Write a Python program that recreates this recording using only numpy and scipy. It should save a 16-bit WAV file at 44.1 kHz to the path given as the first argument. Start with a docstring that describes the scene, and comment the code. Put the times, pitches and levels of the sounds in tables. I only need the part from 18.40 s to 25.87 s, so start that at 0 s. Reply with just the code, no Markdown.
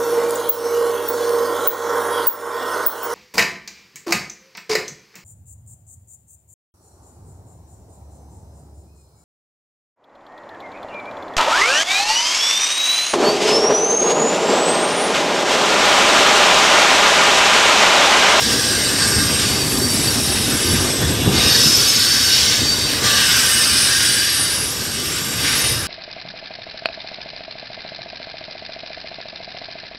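"""Freight train at a wet platform

Flat wagons roll slowly past at night, heard by one microphone. Rough rail makes them rumble
and rail joints make their frames thud. Flanges grind on the rail in bursts and shake the
wheel discs. Single wheels slip sideways and sing on one narrow mode for a while."""
import sys
import numpy as np
from scipy import signal
from scipy.io import wavfile

SR = 44100
rng = np.random.default_rng(int(sys.argv[2]) if len(sys.argv) > 2 else 0)


def to_wav(sig):
    """Store sig (one row per channel, or 1-D mono) as 16-bit WAV at the path in sys.argv[1].

    Samples outside -1..1 are clipped; the rate is SR.
    """
    pcm = np.clip(np.atleast_2d(sig), -1, 1) * 32767
    pcm = np.round(pcm).astype(np.int16)
    wavfile.write(sys.argv[1], SR, pcm.T)  # frames by channels


N = 329426


def from_db(db):
    return 10 ** (np.asarray(db) / 20)


def unit_rms(x):
    return x / np.sqrt(np.mean(np.abs(x) ** 2) + 1e-20)


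def envelopes(rows):
    """One per-sample curve for each column after t/s."""
    times_s, *columns = np.transpose(rows)
    return [np.interp(np.arange(N) / SR, times_s, column) for column in columns]


def level_at(spectrum, hz):
    """Level in dB, interpolated over log frequency."""
    points_hz, levels_db = np.transpose(spectrum)
    return np.interp(np.log(hz), np.log(points_hz), levels_db)


def drift(rate_hz, size=N):
    """Slow noise of unit RMS: double one-pole low-pass at every 40th sample."""
    hop, settle = 40, 500
    r = np.exp(-2 * np.pi * rate_hz * hop / SR)
    noise = rng.standard_normal(size // hop + settle + 2)
    slow = signal.lfilter([1], [1, -2 * r, r * r], noise)[settle:]
    return np.interp(np.arange(size) / hop, np.arange(len(slow)), unit_rms(slow))


def resonance(x, hz, width_hz):
    """Two-pole resonance, unity peak gain."""
    r, w = np.exp(-np.pi * width_hz / SR), 2 * np.pi * hz / SR
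    gain = (1 - r * r) / 2
    return signal.lfilter([gain, 0, -gain], [1, -2 * r * np.cos(w), r * r], x)


def flickering_bands(noises, spectrum, flicker_db, slow_db):
    """Third-octave (hz, band) pairs from two noises in turn, each flickering partly on its own."""
    bottom_hz, top_hz = spectrum[0][0], spectrum[-1][0]
    edges_hz = np.geomspace(bottom_hz, top_hz, 1 + round(3 * np.log2(top_hz / bottom_hz)))
    common = drift(17.3)
    for k, (low_hz, high_hz) in enumerate(zip(edges_hz, edges_hz[1:])):
        bandpass = signal.butter(2, [low_hz, high_hz], "band", fs=SR, output="sos")
        hz = np.sqrt(low_hz * high_hz)
        waver_db = flicker_db * (0.78 * common + drift(11.0)) + slow_db * drift(1.1)
        yield hz, from_db(level_at(spectrum, hz) + waver_db) * signal.sosfilt(bandpass, noises[k % 2])


def three_ranges(parts, low_hz, high_hz):
    """Sum (hz, signal) pairs into low, middle and high ranges, each of unit RMS."""
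    low = sum(part for hz, part in parts if hz < low_hz)
    middle = sum(part for hz, part in parts if low_hz <= hz < high_hz)
    high = sum(part for hz, part in parts if hz >= high_hz)
    return unit_rms(low), unit_rms(middle), unit_rms(high)


# Rolling noise spectrum: f/Hz, relative density/dB
RUMBLE_SPECTRUM = [(12, -50), (20, -1), (32, -27), (66, 0.5), (129, 3), (171, -5.5), (249, -0.5), (393, -7),
                   (487, -9), (573, -13.5), (1000, -17), (1300, -17)]
# Wagon bodies and track: t/s, deep level/dB, upper level/dB
RUMBLE_LEVELS = [(0.0, -22, -30), (0.06, -31.5, -27), (0.73, -27, -27.5), (0.78, -20.5, -23.5),
                 (0.9, -27, -27), (1.3, -27.5, -26), (1.36, -28, -20), (1.45, -26.5, -25),
                 (2.18, -26.5, -25.5), (2.31, -20.5, -24), (2.58, -30.5, -25), (2.62, -17.5, -25.5),
                 (2.79, -25, -25), (2.87, -18, -17.5), (3.16, -28.5, -29.5), (3.27, -25, -23.5),
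                 (3.33, -31, -32), (3.74, -36, -33.5), (4.18, -29, -33.5), (4.22, -22.5, -26),
                 (4.33, -29.5, -30.5), (5.68, -33, -34.5), (5.84, -35.5, -36.5), (7.14, -31, -32.5),
                 (7.47, -27.5, -35.5)]
# Roar above the rumble: t/s, level/dB
ROAR_LEVELS = [(0.0, -30), (0.08, -29), (2.18, -30.5), (2.68, -28.5), (2.85, -29), (2.87, -24), (3.7, -37),
               (4.74, -29), (4.76, -31.5), (5.82, -38.5), (6.32, -34.5), (6.82, -38.5), (7.18, -33.5),
               (7.47, -36.5)]


def wagon_rumble():
    """Rough rail shakes the wagons; three ranges swell separately."""
    deep_db, upper_db = envelopes(RUMBLE_LEVELS)
    roar_db, = envelopes(ROAR_LEVELS)
    noises = rng.standard_normal((2, N))
    parts = list(flickering_bands(noises, RUMBLE_SPECTRUM, flicker_db=1.2, slow_db=0.4))
    deep, upper, roar = three_ranges(parts, low_hz=200, high_hz=420)
    return from_db(deep_db) * deep + from_db(upper_db) * upper + from_db(roar_db) * roar


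# Wheel over a rail joint: t/s, level/dB
JOINT_BLOWS = [(0.776, -10), (1.361, -5), (2.329, 0), (2.629, -18), (2.876, 8.5), (3.261, -5), (4.218, -16)]
# Wagon frame modes: f/Hz, gain/dB, T60/s
FRAME_MODES = [(84, -44, 0.095), (143, -19, 0.1), (186, -14.5, 0.09), (260, -19.5, 0.018),
               (400, -25, 0.044)]


def joint_thuds():
    """Each blow rings the frame briefly, with new mode strengths every time."""
    times_s, blow_db = np.transpose(JOINT_BLOWS)
    onsets = np.round(times_s * SR).astype(int)
    scatter_db = rng.normal(0, 1.5, (len(onsets), len(FRAME_MODES)))
    out = np.zeros(N)
    for k, (hz, gain_db, t60_s) in enumerate(FRAME_MODES):
        blows = np.full(N, 1e-18)
        blows[onsets] = from_db(blow_db + gain_db + scatter_db[:, k])
        r, w = from_db(-60 / (t60_s * SR)), 2 * np.pi * hz / SR
        out += signal.lfilter([0, np.sin(w)], [1, -2 * r * np.cos(w), r * r], blows)
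    return out


# Broad friction spectrum: f/Hz, relative density/dB
GRIND_SPECTRUM = [(750, -43), (1000, -35), (1330, -10), (1470, 0), (1900, -3.5), (2300, -5.5), (3500, -0.5),
                  (4350, 2), (5400, 1.5), (6300, -8), (8600, 1), (9800, -11.5), (12000, -13.5),
                  (14000, -23), (16300, -43)]
# Wheel disc modes: f/Hz, width/Hz, level over the broad spectrum/dB
DISC_MODES = [(1200, 34, 22), (1576, 89, 4.5), (3190, 1000, 6), (3753, 99, 10), (4646, 140, 8),
              (4835, 93, 4), (5123, 150, 9.5), (5500, 290, 9)]
# Flange pressing on the rail: t/s, grind level/dB, growl relative to grind/dB
FLANGE_BURSTS = [(0.0, -19, -7), (1.05, -20.5, -4.5), (1.32, -23.5, -4.5), (1.65, -22, -5.5),
                 (2.35, -22, -5.5), (2.915, -25, -4.5), (2.95, -18.5, -4.5), (3.14, -15, -7),
                 (3.32, -16.5, -11), (4.15, -17, -9), (4.3, -20, -11), (4.625, -22, -3.5),
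                 (4.655, -16, -4.5), (5.95, -19, -6), (6.32, -25, -6), (6.95, -25, -2), (7.08, -19.5, -3.5),
                 (7.3, -20.5, -5.5), (7.47, -27, 0.5)]
# Treble fizz: t/s, level/dB
FIZZ_LEVELS = [(0.0, -26), (1.1, -25.5), (1.5, -22.5), (2.3, -27), (2.88, -29), (3.2, -25.5), (4.4, -29.5),
               (5.0, -23.5), (5.9, -29), (6.9, -28), (7.1, -26), (7.47, -35)]


def flange_grind(minor_modes=170):
    """Steel rubs on wet steel: broad noise, part of it ringing through the wheel discs."""
    grind_db, growl_db = envelopes(FLANGE_BURSTS)
    fizz_db, = envelopes(FIZZ_LEVELS)
    noises = rng.standard_normal((2, N))
    friction = rng.standard_normal(N)
    parts = list(flickering_bands(noises, GRIND_SPECTRUM, flicker_db=2.5, slow_db=0.25))
    for hz, width_hz, over_db in DISC_MODES:
        drive_db = over_db + 2 * drift(1.5)  # uneven as different wheels come near
        gain = from_db(level_at(GRIND_SPECTRUM, hz) + drive_db)
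        parts.append((hz, gain * resonance(friction, hz, width_hz)))
    # Minor modes of many wheels flare and vanish, stronger in the treble and under hard grinding.
    pressure_db = 0.5 * (grind_db - grind_db.mean())
    for k, (shift, breadth) in enumerate(rng.random((minor_modes, 2))):
        position = ((k + shift) / minor_modes) ** 1.4  # denser at the low end
        hz, width_hz = 1100 + 14200 * position, 22 + 30 * breadth
        flare_db = 6 * np.minimum(drift(3.0), 1.3)
        drive_db = 1 + 13 * position + pressure_db + flare_db
        gain = from_db(level_at(GRIND_SPECTRUM, hz) + drive_db)
        parts.append((hz, (-1) ** k * gain * resonance(friction, hz, width_hz)))
    growl, grind, fizz = three_ranges(parts, low_hz=3000, high_hz=7000)
    return from_db(grind_db) * (grind + from_db(growl_db) * growl) + from_db(fizz_db) * fizz


# Singing wheels: start t/s, peak t/s, end t/s, f/Hz, peak level/dB
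WHEEL_TONES = [(0.0, 0.7, 1.2, 1600, -31), (0.0, 0.3, 0.6, 4800, -30), (0.0, 0.1, 0.2, 4605, -29),
               (0.3, 0.46, 0.51, 4605, -25.5), (0.1, 0.8, 1.15, 5540, -32), (0.54, 0.62, 0.7, 4595, -25),
               (0.68, 0.74, 0.95, 4600, -27), (0.74, 0.84, 1.05, 4785, -27.5), (0.74, 0.82, 0.9, 3730, -31),
               (1.04, 1.15, 1.33, 4592, -25.5), (1.0, 1.42, 1.75, 4598, -27),
               (1.57, 1.67, 1.75, 4595, -26.5), (1.8, 2.0, 2.15, 4598, -33), (2.22, 2.31, 2.45, 4600, -30),
               (0.0, 0.95, 1.2, 8495, -25.5), (0.2, 0.7, 1.7, 11520, -37), (0.22, 0.67, 1.1, 7320, -34),
               (1.0, 1.6, 3.0, 12260, -37), (1.25, 1.65, 2.1, 9050, -31), (1.25, 2.29, 2.5, 10520, -26),
               (1.2, 2.6, 3.15, 8080, -29), (1.78, 2.22, 3.2, 11510, -33), (2.2, 2.84, 3.0, 3430, -30.5),
               (2.63, 3.05, 3.3, 2790, -33), (2.87, 3.11, 3.78, 3780, -30), (2.93, 2.98, 3.06, 4545, -22.5),
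               (3.05, 3.11, 3.18, 4535, -16), (3.2, 3.75, 4.35, 4545, -23.5), (3.16, 3.2, 3.3, 4590, -25),
               (2.97, 3.19, 4.1, 13000, -32), (2.97, 3.3, 4.0, 11390, -35), (3.0, 3.5, 4.0, 5225, -25),
               (3.05, 3.1, 3.18, 5235, -21), (3.13, 3.21, 3.29, 5232, -16.5),
               (3.27, 3.35, 3.43, 5228, -14.5), (3.43, 3.49, 3.56, 5226, -20), (3.1, 3.27, 4.1, 10550, -35),
               (3.1, 3.55, 4.3, 6460, -28), (3.12, 3.4, 4.38, 9680, -37), (3.15, 3.71, 3.9, 8650, -32),
               (3.2, 3.35, 3.95, 5790, -27), (3.24, 3.62, 3.92, 6960, -32), (3.37, 3.42, 3.52, 4548, -21),
               (3.53, 3.6, 3.65, 4555, -21), (3.64, 3.69, 3.8, 4552, -17), (3.84, 3.89, 4.04, 4545, -24),
               (4.04, 4.09, 4.14, 4541, -22), (4.16, 4.21, 4.24, 4541, -23),
               (3.54, 3.67, 3.74, 5250, -18.5), (3.72, 3.77, 3.9, 5260, -24), (4.0, 4.09, 4.16, 5241, -25),
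               (3.71, 3.9, 4.62, 3700, -31), (3.9, 4.2, 4.53, 7470, -32), (4.23, 4.32, 4.6, 4594, -21),
               (4.04, 4.15, 4.3, 14200, -43), (4.68, 4.95, 5.45, 5550, -28), (6.2, 6.95, 7.4, 5550, -36),
               (4.45, 5.0, 5.4, 13220, -31), (4.62, 4.81, 5.5, 1610, -31), (5.3, 5.9, 6.3, 1620, -32),
               (4.6, 4.72, 5.0, 1170, -34), (4.64, 4.7, 5.0, 2690, -28), (4.64, 4.8, 5.05, 3720, -29),
               (4.66, 4.95, 5.1, 3410, -29), (4.62, 4.95, 5.9, 2930, -28), (4.73, 4.95, 6.12, 6160, -32),
               (4.7, 5.4, 5.95, 10855, -28.5), (5.7, 6.15, 6.36, 10852, -25),
               (4.77, 5.22, 6.29, 10300, -32), (4.79, 5.29, 5.51, 5340, -28), (4.95, 5.13, 5.5, 8505, -24),
               (5.02, 5.28, 6.03, 8250, -33), (4.95, 5.09, 5.17, 9286, -31), (5.15, 5.42, 5.72, 9287, -22),
               (5.6, 5.73, 5.84, 9287, -20.5), (5.74, 5.93, 6.33, 9277, -24.5),
               (5.17, 5.27, 5.45, 4750, -24), (5.17, 5.25, 5.35, 4560, -25), (5.4, 5.75, 6.3, 4750, -25),
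               (5.6, 5.75, 6.0, 4630, -27), (5.31, 5.75, 6.26, 7860, -33), (5.45, 5.68, 6.21, 13920, -39),
               (5.49, 5.85, 6.3, 11340, -34), (5.7, 7.27, 7.48, 12245, -36), (6.29, 6.8, 6.97, 7620, -37),
               (6.3, 6.88, 7.43, 11240, -37), (7.0, 7.15, 7.41, 10300, -36),
               (7.05, 7.15, 7.6, 10845, -29.5), (7.07, 7.22, 7.45, 9270, -26.5)]


def wheel_squeals(wander_hz=33, edge_db=-9.5, chirp_s=0.3, shrill_hz=6000, loud_db=-30):
    """Stick-slip feeds one mode per tone; it swells and dies while amplitude and phase wander."""
    out = np.zeros(N)
    for start_s, peak_s, end_s, hz, level_db in WHEEL_TONES:
        first, stop = max(round(start_s * SR), 0), min(round(end_s * SR), N)
        t = np.arange(first, stop) / SR
        length_s = end_s - start_s
        # Loud shrill tones and short lower chirps lock on their mode and waver less.
        locked = level_db > loud_db if hz > shrill_hz else length_s < chirp_s
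        steady = 1.6 if locked else 0.9
        phasor = steady + drift(wander_hz, len(t)) + 1j * drift(wander_hz, len(t))
        tone = np.sqrt(2) * np.real(unit_rms(phasor) * np.exp(2j * np.pi * hz * t))
        swell_db = np.interp(t, [start_s, peak_s, end_s], [edge_db, 0, edge_db])
        flutter_db = 2 * drift(9.6, len(t))
        fade_s = 0.03 + 0.012 * length_s
        fade = np.clip(np.minimum(t - start_s, end_s - t) / fade_s, 0, 1)
        out[first:stop] += from_db(level_db + swell_db + flutter_db) * fade * tone
    return out


def scene():
    """One microphone, sent to both channels."""
    mono = wagon_rumble() + joint_thuds() + flange_grind() + wheel_squeals()
    return np.stack([mono, mono])


def record(dry, low_cut_hz=30, high_cut_hz=15690, ceiling=0.93):
    """The microphone loses the deepest bass; peaks are rounded and the top is cut."""
    highpass = signal.butter(2, low_cut_hz, "high", fs=SR, output="sos")
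    lowpass = signal.ellip(14, 0.3, 75, high_cut_hz, fs=SR, output="sos")
    thinned = signal.sosfilt(highpass, dry)
    rounded = thinned / (1 + np.abs(thinned / ceiling) ** 6) ** (1 / 6)
    return signal.sosfilt(lowpass, rounded)


dry = scene()
out = record(dry)
to_wav(out)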